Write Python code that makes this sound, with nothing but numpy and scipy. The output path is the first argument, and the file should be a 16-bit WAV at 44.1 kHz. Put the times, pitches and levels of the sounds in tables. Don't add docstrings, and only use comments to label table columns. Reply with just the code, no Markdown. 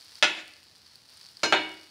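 import sys
import numpy as np
from scipy import signal
from scipy.fft import rfft, irfft, next_fast_len
from scipy.io import wavfile

SR = 44100
rng = np.random.default_rng(int(sys.argv[2]) if len(sys.argv) > 2 else 0)


def generate_wav(signal):
    frames = np.transpose(np.atleast_2d(signal))
    scaled = np.clip(frames, -1, 1) * 32767
    pcm = np.round(scaled).astype(np.int16)
    wavfile.write(sys.argv[1], SR, pcm)


N = 83790


def amp(db):
    return 10 ** (np.asarray(db) / 20)


def unit(x):
    return x / np.sqrt(np.mean(x ** 2) + 1e-20)


def along(points, hz):
    pitches, values = np.transpose(points)
    return np.interp(np.log(hz + 1), np.log(pitches + 1), values)


def noise(colour):
    size = next_fast_len(N + SR // 2)
    gain = amp(along(colour, np.fft.rfftfreq(size, 1 / SR)))
    return unit(irfft(rfft(rng.standard_normal(N), size) * gain, size)[:N])


def click(colour, size=4096):
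    cepstrum = irfft(np.log(amp(along(colour, np.fft.rfftfreq(size, 1 / SR)))))
    cepstrum[1:size // 2] *= 2
    cepstrum[size // 2 + 1:] = 0
    pulse = irfft(np.exp(rfft(cepstrum)))
    return pulse / np.abs(pulse).max()


def dying(x, fade_s):
    hz, t, spectrum = signal.stft(x, SR, nperseg=256)
    fade = amp(-60 * t / np.abs(fade_s(hz))[:, None])
    return signal.istft(spectrum * fade, SR, nperseg=256)[1][:N]


def add(track, start_s, sound):
    part = track[max(round(start_s * SR), 0):][:len(sound)]
    part += sound[:len(part)]


# pitch_hz, level_db
RUMBLE_COLOUR = [(20, -31.5), (45, -19), (70, -2.5), (105, -3), (170, -6.5), (300, -10), (800, -13.5),
                 (2500, -21), (8000, -61)]

def rumble(level_db=-68):
    return amp(level_db) * noise(RUMBLE_COLOUR)


# pitch_hz, fade_s
ROOM_FADES = [(100, 0.42), (400, 0.63), (1200, 0.52), (2600, 0.62), (6000, 0.36), (13000, 0.9)]

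def room_echo(x, build_s=0.016):
    swell = 1 - np.exp(-np.arange(N) / SR / build_s)
    tail = swell * dying(rng.standard_normal(N), lambda hz: along(ROOM_FADES, hz))
    return signal.fftconvolve(x, tail / np.linalg.norm(tail))[:N]


def crackle(colour, per_s, spread_db=8.5):
    sizes = amp(spread_db * np.minimum(rng.standard_normal(N), 2)) * rng.choice([-1, 1], N)
    happens = rng.random(N) < per_s / SR
    return unit(signal.fftconvolve(sizes * happens, click(colour))[:N])


# time_s, level_db
SIZZLE_LEVELS = [(0, -54), (.12, -53.5), (.19, -51), (.215, -58), (.5, -58), (.72, -59), (.97, -57),
                 (1.075, -60.5), (1.094, -54.5), (1.28, -53.5), (1.34, -57), (1.41, -54.5), (1.7, -55),
                 (1.83, -56), (1.9, -57)]
# pitch_hz, level_db
SIZZLE_COLOUR = [(150, -27), (500, -19), (1700, -10.5), (2400, -12.5), (3700, -7), (4450, 0), (5400, -5),
                 (6200, -13), (7400, -17.5), (9000, -15), (12000, -23), (15000, -26)]
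SNAP_COLOUR = [(1000, -33), (4000, -13), (6500, -11), (8600, -2.5), (11000, -7.5), (12500, -17),
               (15000, -8.5)]

def sizzle():
    strength = amp(np.interp(np.arange(N) / SR, *np.transpose(SIZZLE_LEVELS)))
    crackles = amp(-4) * crackle(SIZZLE_COLOUR, per_s=800)
    snaps = amp(-17) * crackle(SNAP_COLOUR, per_s=70)
    hiss = amp(-1.5) * noise(SIZZLE_COLOUR)
    return strength * (crackles + snaps + hiss)


# start_s, peak_db (before gain_db is added)
SPITS = [(0.0094, -34), (0.0248, -37), (0.0573, -37.5), (0.11, -39), (0.154, -28), (0.187, -36),
         (0.4791, -32.5), (0.5362, -36.5), (0.6827, -41), (0.761, -39.5), (0.8644, -42), (0.9554, -34),
         (1.0882, -42.5), (1.171, -36), (1.2115, -35.5), (1.2307, -37), (1.2491, -37), (1.265, -32.5),
         (1.287, -36.5), (1.369, -29), (1.812, -37)]
# pitch_hz, level_db
SPIT_COLOUR = [(200, -43), (700, -26.5), (1600, -17), (3000, -18.5), (4000, -6.5), (4500, 10.5),
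               (5400, -3.5), (6500, -18.5), (9000, -10.5), (12000, -31), (15000, -23)]

def spits(burst_s=0.00023, lag_s=0.001, gain_db=-2.5, room_db=-11.5):
    out = np.zeros(N)
    pulse = click(SPIT_COLOUR)
    t = np.arange(len(pulse)) / SR
    for start_s, peak_db in SPITS:
        puff = rng.standard_normal(len(t)) * np.exp(-t / burst_s)
        pop = signal.fftconvolve(puff, pulse)
        add(out, start_s + lag_s, amp(peak_db + gain_db) * pop / np.abs(pop).max())
    return out + amp(room_db) * room_echo(out)


def scrape(colour, middle_s=0.39, half_length_s=0.026, level_db=-41, room_db=-8.5):
    swell = np.exp(-((np.arange(N) / SR - middle_s) / half_length_s) ** 2)
    rub = amp(level_db) * swell * noise(colour)
    return rub + amp(room_db) * room_echo(rub)


def crack(colour, bounces=8, latest_s=0.03, bounce_db=-5.5):
    paths = np.zeros(SR // 10)
    paths[0] = 1
    for k, lateness in enumerate(rng.random(bounces)):
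        add(paths, lateness * latest_s, (-1) ** k * amp([bounce_db]) / (1 + lateness))
    return signal.fftconvolve(click(colour), paths)


# pitch_hz, fade_factor
CLATTER_FADES = [(100, 2.7), (600, 0.62), (2500, 1.22), (6000, 0.84), (13000, 0.67)]

def clatter(colour, fade_s, average_gap_hz=12, attack_s=0.000269):
    pitches = np.fft.rfftfreq(N, 1 / SR)
    chosen = rng.random(len(pitches)) < pitches[1] / average_gap_hz
    phases = np.exp(2j * np.pi * rng.random(len(pitches)))
    tones = unit(irfft(chosen * phases * amp(along(colour, pitches)), N))
    rise = 1 - np.exp(-np.arange(N) / SR / attack_s)
    return rise * dying(tones, lambda hz: fade_s * along(CLATTER_FADES, hz))


PAN_TONES = { 317: (0.61, -39.5, -32.5, -32), 382: (0.53, -41.5, -36, -36.5),
             600: (0.2051, -26.5, -33.5, -32.5), 696: (0.1954, -41, -34, -29.5),
             922: (0.2326, -32, -31, -26), 958: (0.4062, -41, -37, -28.5), 1292: (0.23, -36, -43, -27),
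             1382: (0.1549, -17.5, -26, -22.5), 1452: (0.2323, -24.5, -37, -42),
             1575: (0.29, -47.5, -27, -24.5), 1667: (0.14, -40, -35, -22), 1724: (0.22, -34, -38, -28.5),
             1872: (0.26, -32, -48, -44), 2100: (0.25, -30.5, -44, -52), 2229: (.5, -34, -36, -26),
             2309: (.33, -36.5, -33, -25.5), 2530: (0.2446, -26.5, -35, -34.5),
             2647: (0.44, -28.5, -53, -36), 2721: (0.3041, -26.5, -47, -51),
             2907: (0.61, -37.5, -30.5, -27), 2986: (0.2063, -29, -43, -26.5),
             3269: (0.2437, -25.5, -45, -51), 3634: (0.43, -35, -34, -28), 3721: (0.18, -27, -34, -39),
             4155: (0.25, -37.5, -25, -39), 4290: (0.35, -43, -37, -31), 4938: (0.28, -30.5, -41, -48),
             5146: (0.38, -43.5, -32.5, -46), 5350: (0.26, -37, -47, -44), 5900: (0.15, -30, -34, -54),
             5993: (0.23, -35, -28, -61), 6799: (0.32, -45, -35.5, -51), 7200: (0.18, -34.5, -58, -63.5),
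             8680: (0.18, -42, -59, -69), 9200: (0.1, -42, -54, -60), 9590: (0.06, -40, -63, -55)}

def ring(knock, next_knock_s, gain_db=-1.5, twin_db=-7, twin_within_hz=22.05, stifle_fade_s=0.1):
    t = np.arange(N // 2) / SR
    hz = np.array(list(PAN_TONES))[:, None]
    fade_s, *levels_db = np.transpose(list(PAN_TONES.values()))[:, :, None]
    phase, twin_phase, split = rng.random((len(hz), 3)).T[:, :, None]
    twin_hz = hz + twin_within_hz * (2 * split - 1)
    tones = np.sin(2 * np.pi * (hz * t + phase))
    twins = amp(twin_db) * np.sin(2 * np.pi * (twin_hz * t + twin_phase))
    strength = amp(levels_db[knock] + gain_db - 60 * t / fade_s)
    stifle = amp(-60 * np.maximum(t - next_knock_s, 0) / stifle_fade_s)
    return np.pad(stifle * np.sum(strength * (tones + twins), axis=0), (0, N - len(t)))


# start_s, level_db (of clatter and crack), extra_crack_db, clatter_fade_s, room_db
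KNOCKS = [(0.2260, -15, 2, 0.17, -8.5), (1.4332, -21, -2.5, 0.19, -10), (1.5247, -17.5, 1.5, 0.24, -10)]
# pitch_hz, level_db
KNOCK_COLOURS = [
    [(40, -44.5), (100, -28), (200, -19), (340, -9.5), (480, -17.5), (620, -5.5), (800, -6.5), (1130, -9.5),
     (1450, -4), (2000, -4.5), (2700, -3), (3800, -6), (4300, -9), (5200, -13.5), (7300, -19.5),
     (8200, -29.5), (9600, -31), (11500, -39), (15000, -57)],
    [(40, -57), (100, -16), (200, -9), (400, 2), (800, 2.5), (1400, 0), (2000, -4.5), (2900, -2),
     (3300, -12), (3900, -5.5), (4700, -2), (5900, -14.5), (7500, -16), (9000, -21.5), (10800, -27),
     (12500, -34.5), (15000, -40)],
    [(40, -52), (100, -40), (190, -12.5), (400, -4.5), (800, 0.5), (1080, -6), (1600, -1.5), (2000, -4.5),
     (2900, -6.5), (4300, -9), (4900, -22), (6100, -24), (6700, -21), (7400, -28), (9500, -35),
     (11000, -52), (15000, -68)],
]

def spatula(crack_db=13, ring_room_db=-16.5):
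    out = np.zeros(N)
    gaps_s = np.diff([row[0] for row in KNOCKS] + [np.inf])
    for knock, (start_s, level_db, extra_crack_db, fade_s, room_db) in enumerate(KNOCKS):
        colour = KNOCK_COLOURS[knock]
        hit = clatter(colour, fade_s)
        add(hit, 0, amp(crack_db + extra_crack_db) * crack(colour))
        hit *= amp(level_db)
        rise = 1 - np.exp(-np.arange(N) / SR / 0.000269)
        ringing = rise * ring(knock, gaps_s[knock])
        echo = room_echo(amp(room_db) * hit + amp(ring_room_db) * ringing)
        add(out, start_s, hit + ringing + echo)
    return out


def scene():
    return (spatula() + scrape(KNOCK_COLOURS[0]) + spits() + sizzle() + rumble())[None]


def record(dry):
    bass_cut = signal.butter(2, 55, "high", fs=SR, output="sos")
    treble_cut = signal.ellip(10, .1, 80, 15600, fs=SR, output="sos")
    thinned = signal.sosfilt(bass_cut, dry[0])
    rounded = thinned / (1 + np.abs(thinned) ** 10) ** (1 / 10)
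    return signal.sosfilt(treble_cut, rounded)[None]


dry = scene()
out = record(dry)
generate_wav(out)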